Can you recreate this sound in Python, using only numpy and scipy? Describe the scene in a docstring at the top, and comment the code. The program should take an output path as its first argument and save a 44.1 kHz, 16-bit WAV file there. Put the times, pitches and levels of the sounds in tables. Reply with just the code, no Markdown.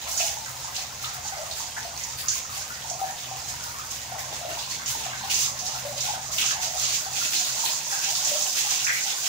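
"""Small tiled washroom: someone washes at a water tank.
A tap runs into the tank; the stream drums on the water and drags under air that rings as bubbles.
Handfuls go over face and hair, slap down and spatter on the floor; from 6.6 s a dipper is poured
over the feet. Hard walls make every drop ring on."""
import sys
import numpy as np
from scipy import signal
from scipy.fft import rfft, irfft, next_fast_len
from scipy.io import wavfile

SR = 44100
rng = np.random.default_rng(int(sys.argv[2]) if len(sys.argv) > 2 else 0)


def pcm_store(signal):
    """Save signal as 16-bit PCM."""
    levels = np.round(np.clip(np.atleast_2d(signal), -1, 1) * 32767)
    wavfile.write(sys.argv[1], SR, levels.astype(np.int16).T)


N = 409248
TIME_S = np.arange(N) / SR

# tank drone, sinking during the pour: t/s, rumble/dB, boom/dB
DRONE_LEVELS = [(0.0, -54, -51.5), (2.6, -53, -51), (3.15, -59, -49.5), (3.5, -51, -49),
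                (4.8, -55.5, -48.5), (5.4, -54, -45.5), (7.06, -55, -50.5), (7.6, -73, -51),
                (9.28, -75, -56.5)]
# low resonances the stream drums on: f/Hz, width/Hz, gain/dB
RUMBLE_MODES = [(65.8, 30, 5), (85.6, 7.5, -11)]
BOOM_MODES = [(123.9, 4.9, 0.5), (189, 16, -23), (232, 12, -16)]
# steady wash of the stream: f/Hz, relative density/dB
WASH_SPECTRUM = [(20, -6), (45, -9), (170, -2), (280, -11), (400, -13.5), (520, 1), (1000, 1.5),
                 (1500, -2.5), (2500, -4), (8000, -9.5)]
# water heaving as the dipper scoops: t/s, length/s, level/dB
SLOSHES = [(4.294, 0.069, -50), (4.46, .08, -51.5), (4.937, 0.047, -48.5), (5.315, .1, -55)]
# air resonances between the tank walls: f/Hz, width/Hz, gain/dB
TANK_MODES = [(620, 11, -13), (734.4, 21, 9), (802, 41, 4), (886, 7.2, 14.5), (934, 20, -12),
              (1303, 25, 1.5)]
# churning of mid-size bubbles: t/s, gain/dB
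CHURN = [(0.0, 8), (0.55, -7.5), (1.35, 0.5), (2.28, -10), (2.9, -3), (3.9, -6), (4.3, 5), (4.75, -9.5),
         (6.0, 5.5), (6.85, 4), (7.35, 2), (7.9, 5), (9.28, -4)]
# big bubbles under the tap: t/s, relative level/dB, f/Hz
PLOPS = [(0.201, -27.5, 685), (0.254, -33.5, 844), (0.37, -32, 890), (0.644, -34.5, 885),
         (0.78, -36.5, 754), (1.04, -26, 1294), (1.18, -37, 1130), (1.25, -33.5, 844), (1.321, -33.5, 770),
         (1.366, -34, 640), (1.39, -33, 620), (1.599, -34.5, 933), (1.775, -32.5, 893), (1.849, -32.5, 700),
         (2.494, -33, 1260), (2.57, -39, 790), (2.704, -29, 1430), (2.845, -33.5, 891), (2.911, -32.5, 696),
         (3.014, -24, 766), (3.04, -30, 740), (3.311, -32.5, 752), (3.539, -35, 957), (3.751, -33.5, 1100),
         (3.794, -29.5, 1290), (4.118, -30.5, 725), (4.411, -32.5, 700), (4.449, -28, 643),
         (4.494, -32.5, 700), (4.571, -32.5, 950), (4.949, -30, 886), (5.059, -31.5, 723),
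         (5.132, -27.5, 1590), (5.236, -30.5, 800), (5.478, -30, 1130), (5.849, -30, 583),
         (6.086, -26, 841), (6.135, -31, 738), (6.509, -25.5, 1680), (6.669, -34.5, 674),
         (7.063, -32.5, 780), (7.215, -27.5, 1380), (7.636, -27, 915), (7.927, -24, 1610),
         (8.079, -33, 813), (8.315, -28, 596), (8.647, -32.5, 830), (9.061, -36, 822)]
# handfuls on tile and skin: t/s, length/s, spatter/dB, splash re spatter/dB, spray re spatter/dB
SPILLS = [(0.0, 0.044, -37.5, -0.5, -7), (0.072, 0.14, -35.5, -12, -3), (0.183, .1, -29.5, -6, -7),
          (0.627, 0.032, -39, -18, -16), (0.738, 0.066, -37, -1.5, -10), (1.01, 0.054, -46, -5, -7),
          (1.125, 0.022, -38, -22, -5), (1.23, .05, -38, -10, -12), (1.446, 0.19, -39.5, -8, -5),
          (1.763, 0.041, -42, -13, -5), (2.17, 0.044, -37, -2.5, 0.5), (2.303, 0.078, -38.5, -3, 0),
          (2.486, 0.092, -42.5, -4, -3), (2.56, .06, -38.5, -19, -15), (3.204, 0.067, -55, 3, -14),
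          (3.473, 0.044, -39, -6, -7), (3.622, 0.046, -40.5, -21, -3), (3.898, 0.071, -39.5, -4.5, -7),
          (4.176, 0.021, -34.5, -15, -4), (4.308, 0.075, -44.5, 0, -9), (4.488, 0.15, -38.5, -4, -6.5),
          (4.685, 0.067, -37.5, -3, -7), (4.863, 0.055, -32.5, -5.5, -3.5), (4.985, 0.29, -44.5, 1.5, -9),
          (5.292, 0.16, -27.5, -6, -7.5), (5.633, 0.13, -38, -3.5, -8), (5.962, 0.19, -36, -3.5, -9.5),
          (6.208, 0.048, -37, -12, -16), (6.308, 0.1, -30.5, -9.5, -6), (6.383, 0.12, -28, -1, -9),
          (6.606, 0.047, -31.5, -5, -9), (6.753, 0.13, -32, -7, -20), (6.877, 0.076, -31.5, -4, -7.5),
          (7.147, 0.11, -33.5, -1, -9), (7.313, 0.064, -34, 2, -15), (7.643, 0.034, -39.5, 6, -8),
          (7.85, 0.084, -31, -9, -11), (8.025, 0.042, -30, -1.5, -17), (8.156, .12, -35, -5, -11),
          (8.324, 0.093, -32.5, -4, -12), (8.566, 0.098, -34.5, -1.5, -8), (8.695, 0.097, -33.5, -0.5, -23),
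          (9.056, .06, -33.5, -1.5, -10), (9.244, .05, -33, -1, -9)]
# dipper emptied over the feet: t/s, spatter/dB
POUR = [(6.6, -41), (6.8, -31), (7.1, -35), (7.45, -28), (7.8, -32.5), (8.25, -31), (8.7, -30),
        (9.03, -34.5), (9.28, -29.5)]
# lumps of water landing: t/s, relative level/dB, centre f/Hz, smack re shower/dB
SLAPS = [(0.1124, -14, 6600, -13.5), (0.175, -9, 6440, -6), (0.764, -18.5, 4860, 2),
         (1.0442, -22.5, 3780, 12), (1.511, -22, 4300, -1), (1.9747, -17.5, 6600, 9),
         (2.0356, -16.5, 6300, 9), (2.2829, -7.5, 6120, -9), (2.898, -16.5, 7060, 2), (3.635, -21, 6600, 5),
         (3.9075, -16.5, 6600, 6), (4.1907, -22, 6300, 14), (4.588, -21.5, 4340, -7),
         (4.859, -14.5, 6320, -9), (5.3016, -25, 6250, -0.5), (5.341, -12, 6260, -4), (5.46, -12, 6950, 15),
         (5.5896, -20, 5670, -3), (5.664, -18.5, 5210, 1), (6.006, -12, 6300, -4), (6.382, -12.5, 3280, 7),
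         (6.414, -12, 6530, 3), (6.4603, -9, 6500, -2), (6.834, -12.5, 6360, 7), (8.0417, -15, 6050, 7),
         (8.151, -14.5, 4800, -2), (8.2468, -8.5, 6600, -4), (8.422, -8, 6600, 16),
         (8.7055, -10.5, 6140, 3), (8.845, -11, 6270, 0)]
# gushes trapping bubble clusters: t/s, relative level/dB, f/Hz, nominal spread/octaves, length/s
GLUGS = [(0.193, -28, 2560, 0.18, 0.037), (1.04, -35, 3800, 0.086, 0.018), (1.765, -29, 1700, .12, 0.034),
         (3.226, -39, 3250, .08, .04), (4.182, -34, 2000, 0.14, .04), (5.297, -30, 2600, .12, .02),
         (6.391, -25.5, 2980, 0.11, 0.075), (6.42, -32, 1370, 0.22, 0.11), (6.738, -34.5, 1360, 0.27, 0.19),
         (8.866, -18.5, 1935, 0.28, .05), (8.921, -25, 2100, 0.07, 0.039), (8.965, -28, 2220, .05, .03)]
# ring of the tiled room: f/Hz, T60/s
ROOM_T60 = [(100, 0.64), (700, 0.28), (3000, 0.44), (7000, 0.65), (15000, 0.32)]
# response of the two microphone ports: f/Hz, left/dB, right/dB
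PORT_RESPONSE = [(101, 2, -0.5), (700, 0.5, -2), (1270, -1, -3.5), (2000, -1.5, -0.5), (2600, 1.5, 3.5),
                 (4000, 1, 3.5), (5550, 3, 7), (6600, 5.5, 12.5), (7710, -2.5, 5.5), (7960, -5.5, -0.5),
                 (10900, -4, -19), (13800, -7.5, -34), (14500, -1.5, -1), (15500, -0.5, -5)]

SWAY_DB, TAP_PATTER_DB = -61.5, -37
CLOUD_DB, CLOUD_LEAD_S, CLOUD_TRAIL_S, CLOUD_OCTAVES = -14, .05, 0.12, .22
DRIBBLE_SPLASH_DB, DRIBBLE_SPATTER_DB, DRIBBLE_SPRAY_DB = -47.5, -41.5, -48   # constant run-off
POUR_SPLASH_DB, POUR_SPRAY_DB = -8, -8   # re pour spatter
FLICKER_DB, DRIP_DB = 1.2, -6   # drips re splash
BREAK_UP_S, SMACK_S = 0.038, .005   # decay time constants
CUTOFF_HZ = 15650


def from_db(db):
    """Decibels to gain."""
    return 10 ** (np.asarray(db) / 20)


def unit_rms(x):
    """Scale to unit power."""
    return x / np.sqrt(np.mean(x ** 2) + 1e-20)


def gain_curves(rows):
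    """One gain curve in time per dB column."""
    t_s, *columns_db = np.transpose(rows)
    return [from_db(np.interp(TIME_S, t_s, db)) for db in columns_db]


def at_hz(table, hz, column=1):
    """Table column on a log-frequency axis."""
    table = np.array(table)
    return np.interp(np.log(np.maximum(hz, 1)), np.log(table[:, 0]), table[:, column])


def colour(x, table, column=1):
    """Smooth frequency response."""
    size = next_fast_len(N + SR // 10)
    gain = from_db(at_hz(table, np.fft.rfftfreq(size, 1 / SR), column))
    return irfft(rfft(x, size) * gain, size)[..., :N]


def band(x, low_hz, high_hz, order=2):
    """Butterworth band-pass."""
    edges_hz = np.clip([low_hz, high_hz], 10, .47 * SR)
    return signal.sosfilt(signal.butter(order, edges_hz, "band", fs=SR, output="sos"), x + 1e-18)


def resonate(x, modes):
    """Parallel resonators: f/Hz, width/Hz, gain/dB."""
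    out = 0
    for hz, width_hz, db in modes:
        r = np.exp(-np.pi * width_hz / SR)
        b = np.array([1, 0, -1]) * (1 - r * r) / 2
        a = [1, -2 * r * np.cos(2 * np.pi * hz / SR), r * r]
        out = out + from_db(db) * signal.lfilter(b, a, x + 1e-18)
    return out


def drift(per_s):
    """Slow random curve, spread about 1."""
    return np.interp(TIME_S * per_s, np.arange(N // 100), rng.standard_normal(N // 100))


def surge(start_s, length_s, attack_s, release_s):
    """Envelope: linear rise, hold, exponential fall."""
    age_s = TIME_S - start_s
    return np.clip(age_s / attack_s, 0, 1) * np.exp(-np.clip((age_s - length_s) / release_s, 0, 30))


def add(out, t_s, sound):
    """Mix a short sound in at t_s."""
    start = max(0, round(t_s * SR))
    out[..., start:start + sound.shape[-1]] += sound[..., :max(0, N - start)]


def room(x, wet_db):
    """Direct sound plus dense tile reflections; both ports hear the same bass."""
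    t_s = TIME_S[:SR * 2 // 3]
    edges_hz = np.geomspace(60, 20000, 10)
    tail = 0
    for low_hz, high_hz in zip(edges_hz, edges_hz[1:]):
        hz = np.sqrt(low_hz * high_hz)
        coherence = 1 / (1 + (hz / 850) ** 2)
        mid, side = band(rng.standard_normal((2, len(t_s))), low_hz, high_hz)
        stereo = np.sqrt(1 + coherence) * mid + np.sqrt(1 - coherence) * side * [[1], [-1]]
        tail = tail + stereo * np.exp(-np.log(1000) * t_s / at_hz(ROOM_T60, hz))
    tail = unit_rms(tail * (t_s > .003)) / np.sqrt(len(t_s))
    return x + from_db(wet_db) * signal.fftconvolve(np.atleast_2d(x), tail, axes=-1)[:, :N]


def scattered(x, wet_db, spots):
    """Water lands all over the floor; each spot has its own reflections."""
    spot = rng.integers(0, spots, N // 128 + 1).repeat(128)[:N]
    return sum(room(x * (spot == k), wet_db) for k in range(spots))


def tank_drone():
    """The plunging stream drums on the water, which sways and sloshes under a soft wash."""
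    rumble_gain, boom_gain = gain_curves(DRONE_LEVELS)
    push = rng.standard_normal((2, N))
    rumble = unit_rms(band(resonate(push[0], RUMBLE_MODES), 53, 131, order=3))
    boom = unit_rms(band(resonate(push[1], BOOM_MODES), 132.6, 227.7, order=3))
    drone = from_db(-0.5) * rumble_gain * rumble + from_db(-3.0) * boom_gain * boom
    swirl, wash = rng.standard_normal((2, 1, N)) + 0.43 * rng.standard_normal((2, 2, N))
    heave = sum(from_db(db) * surge(t_s, length_s, attack_s=0.026, release_s=0.034)
                for t_s, length_s, db in SLOSHES)
    slosh = np.hypot(from_db(SWAY_DB), heave) * unit_rms(band(swirl, 277, 518))
    return drone + slosh + from_db(-44) * unit_rms(colour(wash, WASH_SPECTRUM))


def bubble(hz, cycles, rise):
    """Trapped air rings, 60 dB down after `cycles`; pitch climbs as it nears the surface."""
    t_s = TIME_S[:SR // 10]
    age = t_s * hz / cycles
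    phase = 2 * np.pi * hz * np.cumsum(1 + rise * (np.minimum(age, 1) - .2)) / SR
    return np.sin(phase) * np.exp(-np.log(1000) * age) * (1 - np.exp(-t_s * hz))


def bubble_crowd(low_hz, high_hz, spread_db, tilt_db_oct, cycles, count):
    """Bubbles of uneven strength at random times."""
    out = np.zeros(N)
    for (when, pitch), force in zip(rng.random((count, 2)), rng.standard_normal(count)):
        hz = low_hz * (high_hz / low_hz) ** pitch
        db = spread_db * min(force, 1.6) + tilt_db_oct * np.log2(hz / low_hz)
        add(out, when * N / SR, from_db(db) * bubble(hz, cycles, rise=0.21))
    return unit_rms(out)


def in_tank(water, modes_db, lag_s):
    """Ring between the tank walls; the tank lies to one side, so the left port lags."""
    water = band(water + from_db(modes_db) * resonate(water, TANK_MODES), 470, 6300, order=4)
    left = np.interp(TIME_S - lag_s, TIME_S, water)
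    return room(np.array([left, water]), wet_db=1.5)


def tap_stream(gurgle_db, trickle_db):
    """The stream drags air under: mid-size bubbles gurgle, small ones trickle."""
    gurgle = bubble_crowd(557.5, 1124, spread_db=3.5, tilt_db_oct=6.0, cycles=27.6, count=600)
    trickle = bubble_crowd(978, 2195, spread_db=2.0, tilt_db_oct=1.5, cycles=44, count=380)
    water = from_db(gurgle_db) * gain_curves(CHURN)[0] * gurgle + from_db(trickle_db) * trickle
    return in_tank(water, modes_db=-2.5, lag_s=0.00026)


def flows():
    """Splash, spatter and spray gains: dribble, pour and spills add in power; each gain flickers."""
    pour = gain_curves(POUR)[0] * (TIME_S > POUR[0][0])
    power = from_db([[DRIBBLE_SPLASH_DB], [DRIBBLE_SPATTER_DB], [DRIBBLE_SPRAY_DB]]) ** 2
    power = power + (from_db([[POUR_SPLASH_DB], [0], [POUR_SPRAY_DB]]) * pour) ** 2
    for t_s, length_s, db, splash_db, spray_db in SPILLS:
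        shape = surge(0, length_s, attack_s=.018, release_s=0.046)[:SR // 2]
        add(power, t_s, (from_db([[db + splash_db], [db], [db + spray_db]]) * shape) ** 2)
    return [np.sqrt(p) * from_db(FLICKER_DB * drift(per_s=28)) for p in power]


def droplets(per_s, spread_db):
    """Random impacts of uneven size; each lands elsewhere, so has its own left-port lag."""
    hits = np.flatnonzero(rng.random(N) < per_s / SR)
    sizes = from_db(spread_db * np.minimum(rng.exponential(1, N), 4.5)) * rng.choice([-1, 1], N)
    lag_samples = rng.integers(-4, 20, N)[hits]
    out = np.zeros((2, N))
    out[0, np.clip(hits + lag_samples, 0, N - 1)] = sizes[hits]
    out[1, hits] = sizes[hits]
    return out


def patter(flow, ticks_per_s, pings_per_s, clump_db, ping_db):
    """Clumps of drops, denser with flow: bare ticks, and tiny bubbles ringing a few cycles."""
    clumps = from_db(clump_db * drift(per_s=35))
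    ticks = unit_rms(droplets(ticks_per_s * flow * clumps, spread_db=3.5))
    pings = 0
    for hz in np.geomspace(1300, 15000, 14):
        impacts = droplets(pings_per_s * flow * hz / 5000, spread_db=4.0)
        pings = pings + np.sqrt(hz) * unit_rms(resonate(impacts, [(hz, hz * 0.16, 0)]))
    return unit_rms((ticks + from_db(ping_db) * unit_rms(pings)) * np.sqrt(clumps / flow))


def falling_water():
    """Thick splashes sound low and trap air; drops on tile sound higher, fine spray highest."""
    splash, spatter, spray = flows()
    drops = patter(spatter / spatter.mean(), ticks_per_s=1300, pings_per_s=130, clump_db=3, ping_db=-3)
    drops = unit_rms(scattered(drops, wet_db=2.5, spots=4))
    drips = bubble_crowd(1945, 4783, spread_db=3.0, tilt_db_oct=9, cycles=64, count=330)
    drips = unit_rms(room(drips, wet_db=3.5))
    thud = from_db(-4) * splash * band(drops, 226, 520)
    low = np.hypot(from_db(TAP_PATTER_DB), from_db(3.5) * splash) * band(drops, 1290, 2140, order=3)
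    middle = splash * (from_db(7.5) * band(drops, 2474, 3930, order=3) + from_db(DRIP_DB) * drips)
    high = from_db(3.5) * spatter * band(drops, 4640, 8480, order=3)
    mist = from_db(11.5) * spray * band(drops, 8800, SR / 2, order=3)
    return thud + low + middle + high + mist


def slaps(gain_db):
    """A lump of water smacks down and breaks into a dying shower."""
    out = np.zeros((2, N))
    t_s = TIME_S[:SR // 5]
    attack = np.minimum(t_s / .001, 1)
    for start_s, db, hz, smack_db in SLAPS:
        decay = np.exp(-t_s / BREAK_UP_S) + from_db(smack_db) * np.exp(-t_s / SMACK_S)
        shower = rng.standard_normal((2, len(t_s))) * attack * decay
        burst = band(shower, hz * 0.76, hz * 1.21) + from_db(-10) * band(shower, hz * .5, 11000)
        gain = from_db(db + gain_db - at_hz(PORT_RESPONSE, hz, column=2))   # offsets the port resonance
        add(out, start_s, gain * burst / burst[:, :SR // 100].std())
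    return scattered(out, wet_db=-3.5, spots=2)


def plop(hz, cloud_count=9):
    """One big bubble at CLOUD_LEAD_S, a smaller one torn off after it, a cloud of little ones around."""
    out = np.zeros(SR // 2)
    add(out, CLOUD_LEAD_S, bubble(hz, cycles=41.4, rise=.04))
    torn_s = CLOUD_LEAD_S + rng.uniform(0.018, .06)
    add(out, torn_s, from_db(-8.5) * bubble(hz * rng.uniform(1, 1.08), cycles=33, rise=0.048))
    for when, pitch in rng.random((cloud_count, 2)):
        little = bubble(hz * 2 ** (CLOUD_OCTAVES * (2 * pitch - .5)), cycles=35, rise=0.06)
        add(out, when * (CLOUD_LEAD_S + CLOUD_TRAIL_S), from_db(CLOUD_DB) * little)
    return out


def tap_plops(gain_db, spots=2):
    """Big bubbles under the tap, alternating between spots in the tank."""
    out = 0
    for spot in range(spots):
        water = np.zeros(N)
        for t_s, db, hz in PLOPS[spot::spots]:
            add(water, t_s - CLOUD_LEAD_S, from_db(db + gain_db) * plop(hz))
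        out = out + in_tank(water, modes_db=-13.5, lag_s=0.00023)
    return out


def glugs(gain_db, count=44):
    """A gush folds air into the water: many like-sized bubbles start almost together."""
    out = np.zeros((2, N))
    for t_s, db, hz, spread_oct, length_s in GLUGS:
        for when, pitch, lag in rng.uniform(-1, 1, (count, 3)):
            bubble_hz = hz * 2 ** (1.34 * spread_oct * pitch)
            pop = from_db(db + gain_db) * bubble(bubble_hz, cycles=18, rise=.12)
            start_s = t_s + length_s * abs(when)
            add(out[0], start_s + lag * .0004, pop)
            add(out[1], start_s, pop)
    return room(out, wet_db=-5.0)


def scene():
    """Washing in front of the running tap."""
    washing = falling_water() + slaps(gain_db=-9) + glugs(gain_db=3.5)
    tap = tap_stream(gurgle_db=-54, trickle_db=-47.0) + tap_plops(gain_db=6.0) + tank_drone()
    return washing + tap


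def record(dry):
    """Resonances of each microphone port, then a steep low-pass."""
    heard = np.array([colour(dry[0], PORT_RESPONSE, column=1), colour(dry[1], PORT_RESPONSE, column=2)])
    return signal.sosfilt(signal.ellip(12, .1, 80, CUTOFF_HZ, fs=SR, output="sos"), heard)


dry = scene()
out = record(dry)
pcm_store(out)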